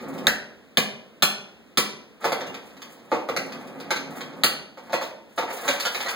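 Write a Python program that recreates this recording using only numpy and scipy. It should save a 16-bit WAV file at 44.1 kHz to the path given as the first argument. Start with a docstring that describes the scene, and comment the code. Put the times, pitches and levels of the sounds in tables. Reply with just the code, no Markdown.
"""A hard, bare room where wall tiles are being stripped. A hammer drives a steel pry bar behind them:
steel pings, the bar rings, mortar cracks and the wall thumps. Loose tiles knock against a plastic crate
and clink on the rubble, and the bar clanks; each contact rings the modes of the thing struck.
Shoes shuffle and dragged tiles grind in streams of tiny slips, kicking up chips.
Two close microphones hear it from a few metres away, and the stereo image is widened."""
import sys
import numpy as np
from scipy import signal
from scipy.fft import rfft, irfft
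from scipy.io import wavfile

SR = 44100
rng = np.random.default_rng(int(sys.argv[2]) if len(sys.argv) > 2 else 0)


def digitize_waveform(pressure):
    """Quantize a signal to 16-bit integers and store it at the path in sys.argv[1].

    Rows of a 2-D input are taken as channels; values are limited to [-1, 1].
    """
    field = np.atleast_2d(pressure).T
    bounded = np.clip(field, -1, 1)
    quanta = np.round(bounded * 32767).astype(np.int16)
    wavfile.write(sys.argv[1], SR, quanta)


N = 271215
TOP_HZ = 15800

# hammer blows: t/s, crack level/dB, tilt/(dB/octave), crumble time/s, ping level/dB, ping f/Hz,
# thump level/dB, favoured bar f/Hz, bar ring level/dB, clack f/Hz, clack level/dB
HAMMER_BLOWS = [(0.2691, -4, 0.3, 0.0034, 3, 3720, -28, 3744, -17.5, 1610, 7),
                (0.7717, -1.1, -0.6, 0.004, 0, 3470, -34, 5000, -11.5, 1190, -4.5),
                (1.2224, 0.5, 1.05, 0.0023, -5.5, 3710, -45, 4310, -4, 1460, -3.5),
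                (1.7727, -0.8, .3, 0.0026, -10, 3470, -61, 10500, -2.5, 1340, -13),
                (4.4355, -0.5, 1.55, 0.0015, 0.5, 4010, -30, 3700, -6, 1460, -8)]
# modes of the tiled wall: f/Hz, width/Hz, level/dB
WALL_MODES = [(208, 26, 8), (416, 62, 8), (596, 44, 13.5), (1139, 29, 6), (1486, 39, -0.5), (1696, 36, 3),
              (2260, 60, 2.5), (3736, 35, -1), (4600, 90, 1.5)]
# tone of cracking mortar: level/dB for thud, body, crack, ping, splinter
MORTAR_TONE = [7.4, 2.5, 6.44, 10.26, 7.6]
def hammer(ping_s=0.0013, clack_s=0.0012, thump_hz=76, thump_s=0.0607, push_s=0.0046):
    """Steel on steel gives a hard ping; the bar rings, mortar cracks, the tile clacks, the wall thumps."""
    wall, pings, t = np.zeros(N), np.zeros(N), np.arange(SR // 4) / SR
    for (s, db, tilt_db, crumble_s, ping_db, ping_hz,
         thump_db, bar_hz, bar_db, clack_hz, clack_db) in HAMMER_BLOWS:
        crack = hit(tilted(MORTAR_TONE, db, tilt_db), crumble_s, WALL_MODES,
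                    ring_db=-6.5, impact=0.38, uneven_db=3.5)
        clack = unit(np.exp(-t / clack_s) * np.sin(2 * np.pi * clack_hz * t))
        thump = np.exp(-t / thump_s) * np.sin(2 * np.pi * thump_hz * t)
        add(wall, s, undb(bar_db) * bar_ring(t, bar_hz) + undb(thump_db - 14) * thump)
        add(wall, s + .001, crack)
        add(wall, s + .003, undb(clack_db) * clack)  # the tile gives way just after the ping
        ping = np.sin(2 * np.pi * ping_hz * t) * np.exp(-t / ping_s) * (1 - np.exp(-t / .0003))
        click = band(rng.standard_normal(len(t)), 1500, 8000, order=1) * np.exp(-t / .0025)
        push = np.exp(-t / push_s) * np.sin(t / push_s)  # the wall yields and shoves the air once
        add(pings, s, undb(ping_db) * (ping + undb(-6) * click) + undb(thump_db + 1) * push)
    return wall, pings


# modes of the bar wedged in the wall: f/Hz, width/Hz, energy/dB
WEDGED_BAR_MODES = [(1630, 50, -13), (1750, 32, -14), (3715, 51, -4.5), (4160, 45, -7), (4195, 45, -6.5),
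                    (4970, 37, -4), (6120, 15, 0.5), (7600, 30, 0.5), (9050, 40, 4.5), (10300, 14, -2.5),
                    (12060, 45, -6.5), (13900, 45, -6), (14900, 50, -13.5)]
def bar_ring(t, strongest_hz):
    """The way the bar is wedged decides which of its modes are brought out."""
    return sum(undb(db) * unit(np.exp(-np.pi * width * t) * np.sin(2 * np.pi * hz * t))
               for hz, width, db in favoured(WEDGED_BAR_MODES, strongest_hz, boost_db=7, reach=0.031))


# knocks on the crate: t/s, level/dB, tilt/(dB/octave), rattle time/s, favoured f/Hz
CRATE_KNOCKS = [(2.243, 8, 0.5, .015, 443), (2.32, 5.5, 1.5, .005, 663), (3.117, 6, -2.5, 0.029, 335),
                (3.288, 2, -0.5, 0.0034, 443), (4.773, -12.5, 0, 0.014, 443),
                (4.896, -11, -0.5, .015, 1000), (4.931, 7, 0, 0.0037, 335), (5.013, 0, 2, .025, 1180),
                (5.379, 5.5, 0.5, 0.014, 920), (5.425, -3, -1.5, 0.009, 680)]
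# modes of the plastic crate: f/Hz, width/Hz, level/dB
CRATE_MODES = [(331, 25, 10), (438, 37, 1.5), (537, 30, 6), (640, 120, -3), (910, 17, 14), (1000, 20, 6),
               (1180, 100, 6), (1430, 260, 13.5), (4450, 340, 1)]
# tone of a knock: level/dB for thud, body, crack, ping, splinter
KNOCK_TONE = [-10, 0, -4.5, -8.5, -14.5]
def crate_knocks():
    """Tiles and tools bump the plastic crate with a dull knock and a short rattle."""
    out = np.zeros(N)
    for s, db, tilt_db, rattle_s, hz in CRATE_KNOCKS:
        add(out, s, hit(tilted(KNOCK_TONE, db, tilt_db), rattle_s, favoured(CRATE_MODES, hz),
                        ring_db=-6, impact=0.36, uneven_db=0.5))
    return out


# clanks of the bar: t/s, level/dB, tilt/(dB/octave), rattle time/s, favoured f/Hz, ring level/dB
BAR_CLANKS = [(3.364, -1.5, 0.9, 0.0016, 6300, -31), (3.906, 2.5, -0.5, 0.0079, 2094, -12),
              (5.679, 3, 0.7, 0.0068, 520, -8), (5.691, -4, -4, 0.016, 548, -1)]
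# modes of the bar held free: f/Hz, width/Hz, level/dB
FREE_BAR_MODES = [(556, 36, 9.5), (1555, 32, 23.5), (2114, 23, 11.5), (3370, 69, 15), (3770, 18, -15),
                  (6210, 84, 22), (6850, 120, 15), (9100, 33, 18), (13300, 45, 14)]
# tone of a clank: level/dB for thud, body, crack, ping, splinter
CLANK_TONE = [-13, -0.5, 3, 2, -4]
def bar_clanks():
    """The free bar strikes masonry, chatters and rings."""
    out = np.zeros(N)
    for s, db, tilt_db, rattle_s, hz, ring_db in BAR_CLANKS:
        add(out, s, hit(tilted(CLANK_TONE, db, tilt_db), rattle_s, favoured(FREE_BAR_MODES, hz),
                        ring_db, impact=0.44, uneven_db=4))
    return out


# larger tile pieces landing: t/s, level/dB, tilt/(dB/octave), lowest mode f/Hz, ring level/dB
SHARD_LANDINGS = [(0.18, -20.5, 5, 2440, -13), (2.408, -6, -1.5, 1520, -8), (2.468, -16, 2.5, 2820, 4.5),
                  (2.543, -10.5, 0.4, 1560, -6), (2.668, -39.5, 9, 2570, -16), (2.768, -26, 2.5, 2130, -16),
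                  (2.819, -15, 3.4, 1430, -17), (3.522, -12, 1, 1536, -4), (3.674, -23.5, 1.5, 2490, -10),
                  (3.801, -15.5, 2.5, 2720, -15), (3.962, -4.5, 1.2, 1590, -22),
                  (4.208, -8, 0.5, 1510, -10), (4.924, -16, 4.5, 2060, -6), (4.945, -6.5, 2, 1943, 7),
                  (5.376, -6, -3, 1364, 7), (5.504, -8.5, -3.5, 1280, -23), (5.8, -4.5, 5, 1755, -18),
                  (5.852, 4.5, 1, 1408, 7), (5.862, -3, -0.5, 1626, 2), (5.947, -1, 0.3, 1807, -9),
                  (6.005, -4, 1.7, 1500, -8), (6.062, -5, -0.5, 1920, -4), (6.085, -2.5, 2, 1610, -4)]
def falling_shards():
    """Broken tile drops on the rubble, each piece with its own pitch."""
    out = np.zeros(N)
    for s, *piece in SHARD_LANDINGS:
        add(out, s, clink(*piece))
    return out


# modes of a tile piece: ratio to its pitch, width/Hz, level/dB
TILE_MODES = [(1.002, 25.04, 18.5), (1.215, 28, 7), (2.168, 31.2, 14.5), (2.281, 35, -3), (3.29, 44.9, 9.5),
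              (3.98, 45.4, 10), (4.768, 50, -2), (5.77, 60, 12)]
# tone of a clink: level/dB for thud, body, crack, ping, splinter
CLINK_TONE = [-16, -6, -1, -0.5, -10]
def clink(db, tilt_db, hz, ring_db, settle_s=0.0026):
    """One tile piece lands and settles; its size sets the pitch of its modes."""
    modes = [(hz * ratio, width, mode_db) for ratio, width, mode_db in TILE_MODES]
    return hit(tilted(CLINK_TONE, db, tilt_db), settle_s, modes, ring_db, impact=0.97, uneven_db=1.5)


# shoes on the littered floor: t/s, length/s, level/dB, tilt/(dB/octave)
SHOE_SHUFFLES = [(-.03, .3, -35, 0.07), (2.24, 0.27, -37, 1), (2.522, 1, -45.5, 2.8),
                 (3.278, 0.21, -39.5, 0), (3.517, .5, -39, 0.8), (4.053, 0.5, -40, 0.5),
                 (4.821, 0.15, -41.5, 2)]
# loose tiles dragged over mortar and rubble: t/s, length/s, level/dB, tilt/(dB/octave)
TILE_DRAGS = [(2.197, 0.066, -41, -0.3), (4.142, 0.024, -43.5, 1.2), (5.28, .1, -69, 4),
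              (5.457, .14, -43, 0.5), (5.605, 0.12, -36.5, 1.2), (5.73, 0.21, -45.5, 1.7),
              (5.955, .19, -41, 0.4)]
# tones of a shuffle and a drag: level/dB for scuff, rumble, rasp, sand, grit
SHUFFLE_TONE = [0.5, -9, -16, -25, -22]
DRAG_TONE = [-5.5, -0.5, 1, -3, 2]
# slip texture in those five bands: low f/Hz, high f/Hz, rate/(1/s), unevenness/dB
SLIP_BANDS = [(130, 300, 1500, 2), (340, 1080, 1500, 3.6), (820, 2200, 700, 4.2), (2500, 6000, 350, 5.5),
              (6000, 15500, 400, 5.5)]
def friction():
    """Shoes scuff low, dragged tiles rasp with fine grit; each movement is one stroke of tiny slips."""
    gains = (strokes(SHOE_SHUFFLES, SHUFFLE_TONE, attack_s=0.0081, release_s=0.042)
             + strokes(TILE_DRAGS, DRAG_TONE, attack_s=0.032, release_s=0.017))
    return sum(gain * grains(*slips) for gain, slips in zip(gains, SLIP_BANDS))


def strokes(moves, tone_db, attack_s, release_s):
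    """One envelope per friction band: each movement builds, holds and dies away."""
    gains = 0
    for s, length_s, db, tilt_db in moves:
        age = np.arange(N) / SR - s
        envelope = np.clip(age / attack_s, 0, 1) * np.exp(-np.maximum(age - length_s, 0) / release_s)
        gains = gains + np.outer(undb(tilted(tone_db, db, tilt_db)), envelope)
    return gains


def grains(lo, hi, per_s, uneven_db):
    """Dense tiny slips of uneven size in one band; rms 1."""
    sizes = undb(uneven_db * np.minimum(rng.exponential(size=N), 4))
    slips = (rng.random(N) < per_s / SR) * sizes * rng.standard_normal(N)
    return unit(band(slips, lo, hi, order=2)) * np.sqrt(N)


def chips(per_s=5, low_hz=1520, high_hz=2640, above_move_db=10.5, spread_db=1.5):
    """Shuffles and drags kick small chips about at random; stronger moves kick them louder."""
    out = np.zeros(N)
    for s, length_s, db, _ in SHOE_SHUFFLES + TILE_DRAGS:
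        for when, size, force in rng.random((round(length_s * per_s), 3)):
            hz = high_hz * (low_hz / high_hz) ** size
            chip_db = db + above_move_db + spread_db * (2 * force - 1)
            add(out, max(s + when * length_s, 0), clink(chip_db, 0, hz, ring_db=-8))
    return out


# edges of the thud, body, crack, ping and splinter bands: f/Hz
HIT_EDGES = [125, 300, 1000, 2500, 6000, 15800]
def hit(bands_db, rattle_s, modes, ring_db, impact, uneven_db):
    """One contact rings the modes of the struck thing; a dying run of fractures or bounces follows."""
    t = np.arange(SR // 6) / SR
    crumbs = rng.standard_normal(len(t))
    crumbs *= undb(uneven_db * np.repeat(rng.standard_normal(len(t) // 15), 15))
    age = t / max(rattle_s, 1e-3)
    force = unit(crumbs * np.exp(-age) * (1 - np.exp(-age / 0.085)))
    force[0] += impact  # the opening transient
    ring = sum(undb(db) * 2 * np.pi * width / SR * np.exp(-np.pi * width * t) * np.cos(2 * np.pi * hz * t)
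               for hz, width, db in modes if hz < TOP_HZ)
    sound = force + undb(ring_db) * ring
    return sum(undb(db) * unit(band(sound, lo, hi))
               for db, lo, hi in zip(bands_db, HIT_EDGES, HIT_EDGES[1:]))


def tilted(tone_db, level_db, tilt_db, pivot_hz=1580):
    """Band levels of one contact: stronger is louder, harder is brighter."""
    centres = np.sqrt(np.multiply(HIT_EDGES[:-1], HIT_EDGES[1:]))
    return np.array(tone_db) + level_db + tilt_db * np.log2(centres / pivot_hz)


def favoured(modes, strongest_hz, boost_db=7.5, reach=0.12):
    """The place of contact lifts the modes near one pitch; reach is a share of that pitch."""
    return [(hz, width, db + boost_db * np.exp(-(np.log(hz / strongest_hz) / reach) ** 2))
            for hz, width, db in modes]


# reverb of the bare room: f/Hz, T60/s
ROOM_DECAY = [(100, 0.61), (250, 0.68), (600, 0.75), (1500, 0.47), (4000, 0.51), (8000, 0.35),
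              (15000, 0.25)]
def room(x, direct_db=-7, early_db=-1.5, late_db=-1.5, early_s=0.021, gap_s=0.0023):
    """Direct sound, a cluster of reflections from the corner and floor, then the tail of the room."""
    t = np.arange(int(.9 * SR)) / SR
    edges = np.geomspace(30, 21000, 12)
    build = 1 - np.exp(-(t / gap_s) ** 2)
    spectrum, hz = rfft(diffuse(len(t))), np.fft.rfftfreq(len(t), 1 / SR)
    tail = 0
    for lo, hi in zip(edges, edges[1:]):
        fade = unit(build * undb(-60 * t / on_log(ROOM_DECAY, np.sqrt(lo * hi))))
        tail = tail + fade * irfft(spectrum * ((hz >= lo) & (hz < hi)), len(t))
    early = diffuse(len(t)) * unit(build * np.exp(-t / early_s))
    response = undb(late_db) * tail + undb(early_db) * early
    response[:, 0] += undb(direct_db)
    return signal.fftconvolve(x[None], response, axes=1)[:, :N]


# spectrum of the room tone: f/Hz, relative level/dB
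ROOM_TONE_SPECTRUM = [(30, -39), (70, -4.5), (130, -4), (210, 5.5), (450, -7.5), (900, -16), (1800, -18.5),
                      (4000, -23.5), (8000, -27.5), (15000, -30.5)]
def room_tone(rms_db=-50):
    """A steady, dark bed of noise from all sides."""
    return unit(colour(diffuse(N), ROOM_TONE_SPECTRUM)) * np.sqrt(2 * N) * undb(rms_db)


def diffuse(n, mic_gap_m=.11):
    """Noise from all sides at two close microphones: alike in the bass, unrelated in the treble."""
    likeness = np.sinc(2 * np.fft.rfftfreq(n, 1 / SR) * mic_gap_m / 343)
    mid, side = (irfft(rfft(rng.standard_normal(n)) * np.sqrt((1 + sign * likeness) / 2), n)
                 for sign in (1, -1))
    return np.array([mid + side, mid - side])


def undb(db):
    """Decibels to gain."""
    return 10 ** (np.asarray(db) / 20)


def unit(x):
    """Scale to unit energy."""
    return x / np.sqrt(np.sum(x ** 2) + 1e-18)


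def band(x, lo, hi, order=3):
    """Causal band-pass."""
    return signal.sosfilt(signal.butter(order, [lo, min(hi, .49 * SR)], "band", fs=SR, output="sos"), x)


def on_log(points, hz):
    """Read (f/Hz, value) points on a log-frequency axis."""
    f, values = np.transpose(points)
    return np.interp(np.log(hz + 1e-9), np.log(f), values)


def colour(x, points, size=2048):
    """Minimum-phase EQ through (f/Hz, gain/dB) points."""
    cepstrum = irfft(np.log(undb(on_log(points, np.fft.rfftfreq(size, 1 / SR)))))
    cepstrum[1:size // 2] *= 2
    cepstrum[size // 2 + 1:] = 0
    response = irfft(np.exp(rfft(cepstrum)))
    return signal.fftconvolve(x, response[None], axes=1)[:, :x.shape[1]]


def add(track, s, sound):
    """Mix a sound into a track at time s."""
    i = int(s * SR)
    track[i:i + len(sound)] += sound[:max(len(track) - i, 0)]


def scene(wall_db=1.0, ping_db=-3, ping_pan_db=7.5):
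    """The work goes through the room, over the room tone; the hammer pings stay dry, left of centre."""
    wall, pings = hammer()
    bed = room_tone()
    work = undb(wall_db) * wall + crate_knocks() + bar_clanks() + falling_shards() + friction() + chips()
    ping_gains = undb(ping_db + np.array([[1], [-1]]) * ping_pan_db / 2)
    return room(work) + ping_gains * pings + bed


# tone of both microphones: f/Hz, gain/dB
MIC_EQ = [(40, 11), (70, 7), (105, -3.5), (180, 0), (300, -1.5), (500, 2), (900, -3.5), (1600, -0.5),
          (2600, 0.5), (3800, -2.5), (5500, -7.5), (7500, -8.5), (10000, -9), (12500, -12.5), (15000, -6)]
# mismatch of the pair: f/Hz, left minus right/dB
MIC_MISMATCH = [(60, 2), (200, 1), (600, 1.5), (1400, -1.5), (2500, 4), (3600, 4), (4800, -3.5), (7000, -3),
                (15000, 5.5)]
def record(dry, widen=.98, lag_samples=16):
    """The microphones colour the sound; each side subtracts a late copy of the other for width."""
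    pair = colour(dry, MIC_EQ)
    pair = np.vstack([colour(pair[[k]], [(hz, sign * db / 2) for hz, db in MIC_MISMATCH])
                      for k, sign in enumerate((1, -1))])
    opposite = np.pad(pair[::-1], ((0, 0), (lag_samples, 0)))[:, :N]
    clipped = np.clip(pair - widen * opposite, -1, 1)
    high_cut = signal.ellip(10, .2, 70, TOP_HZ, fs=SR, output="sos")
    return signal.sosfilt(high_cut, clipped)


dry = scene()
out = record(dry)
digitize_waveform(out)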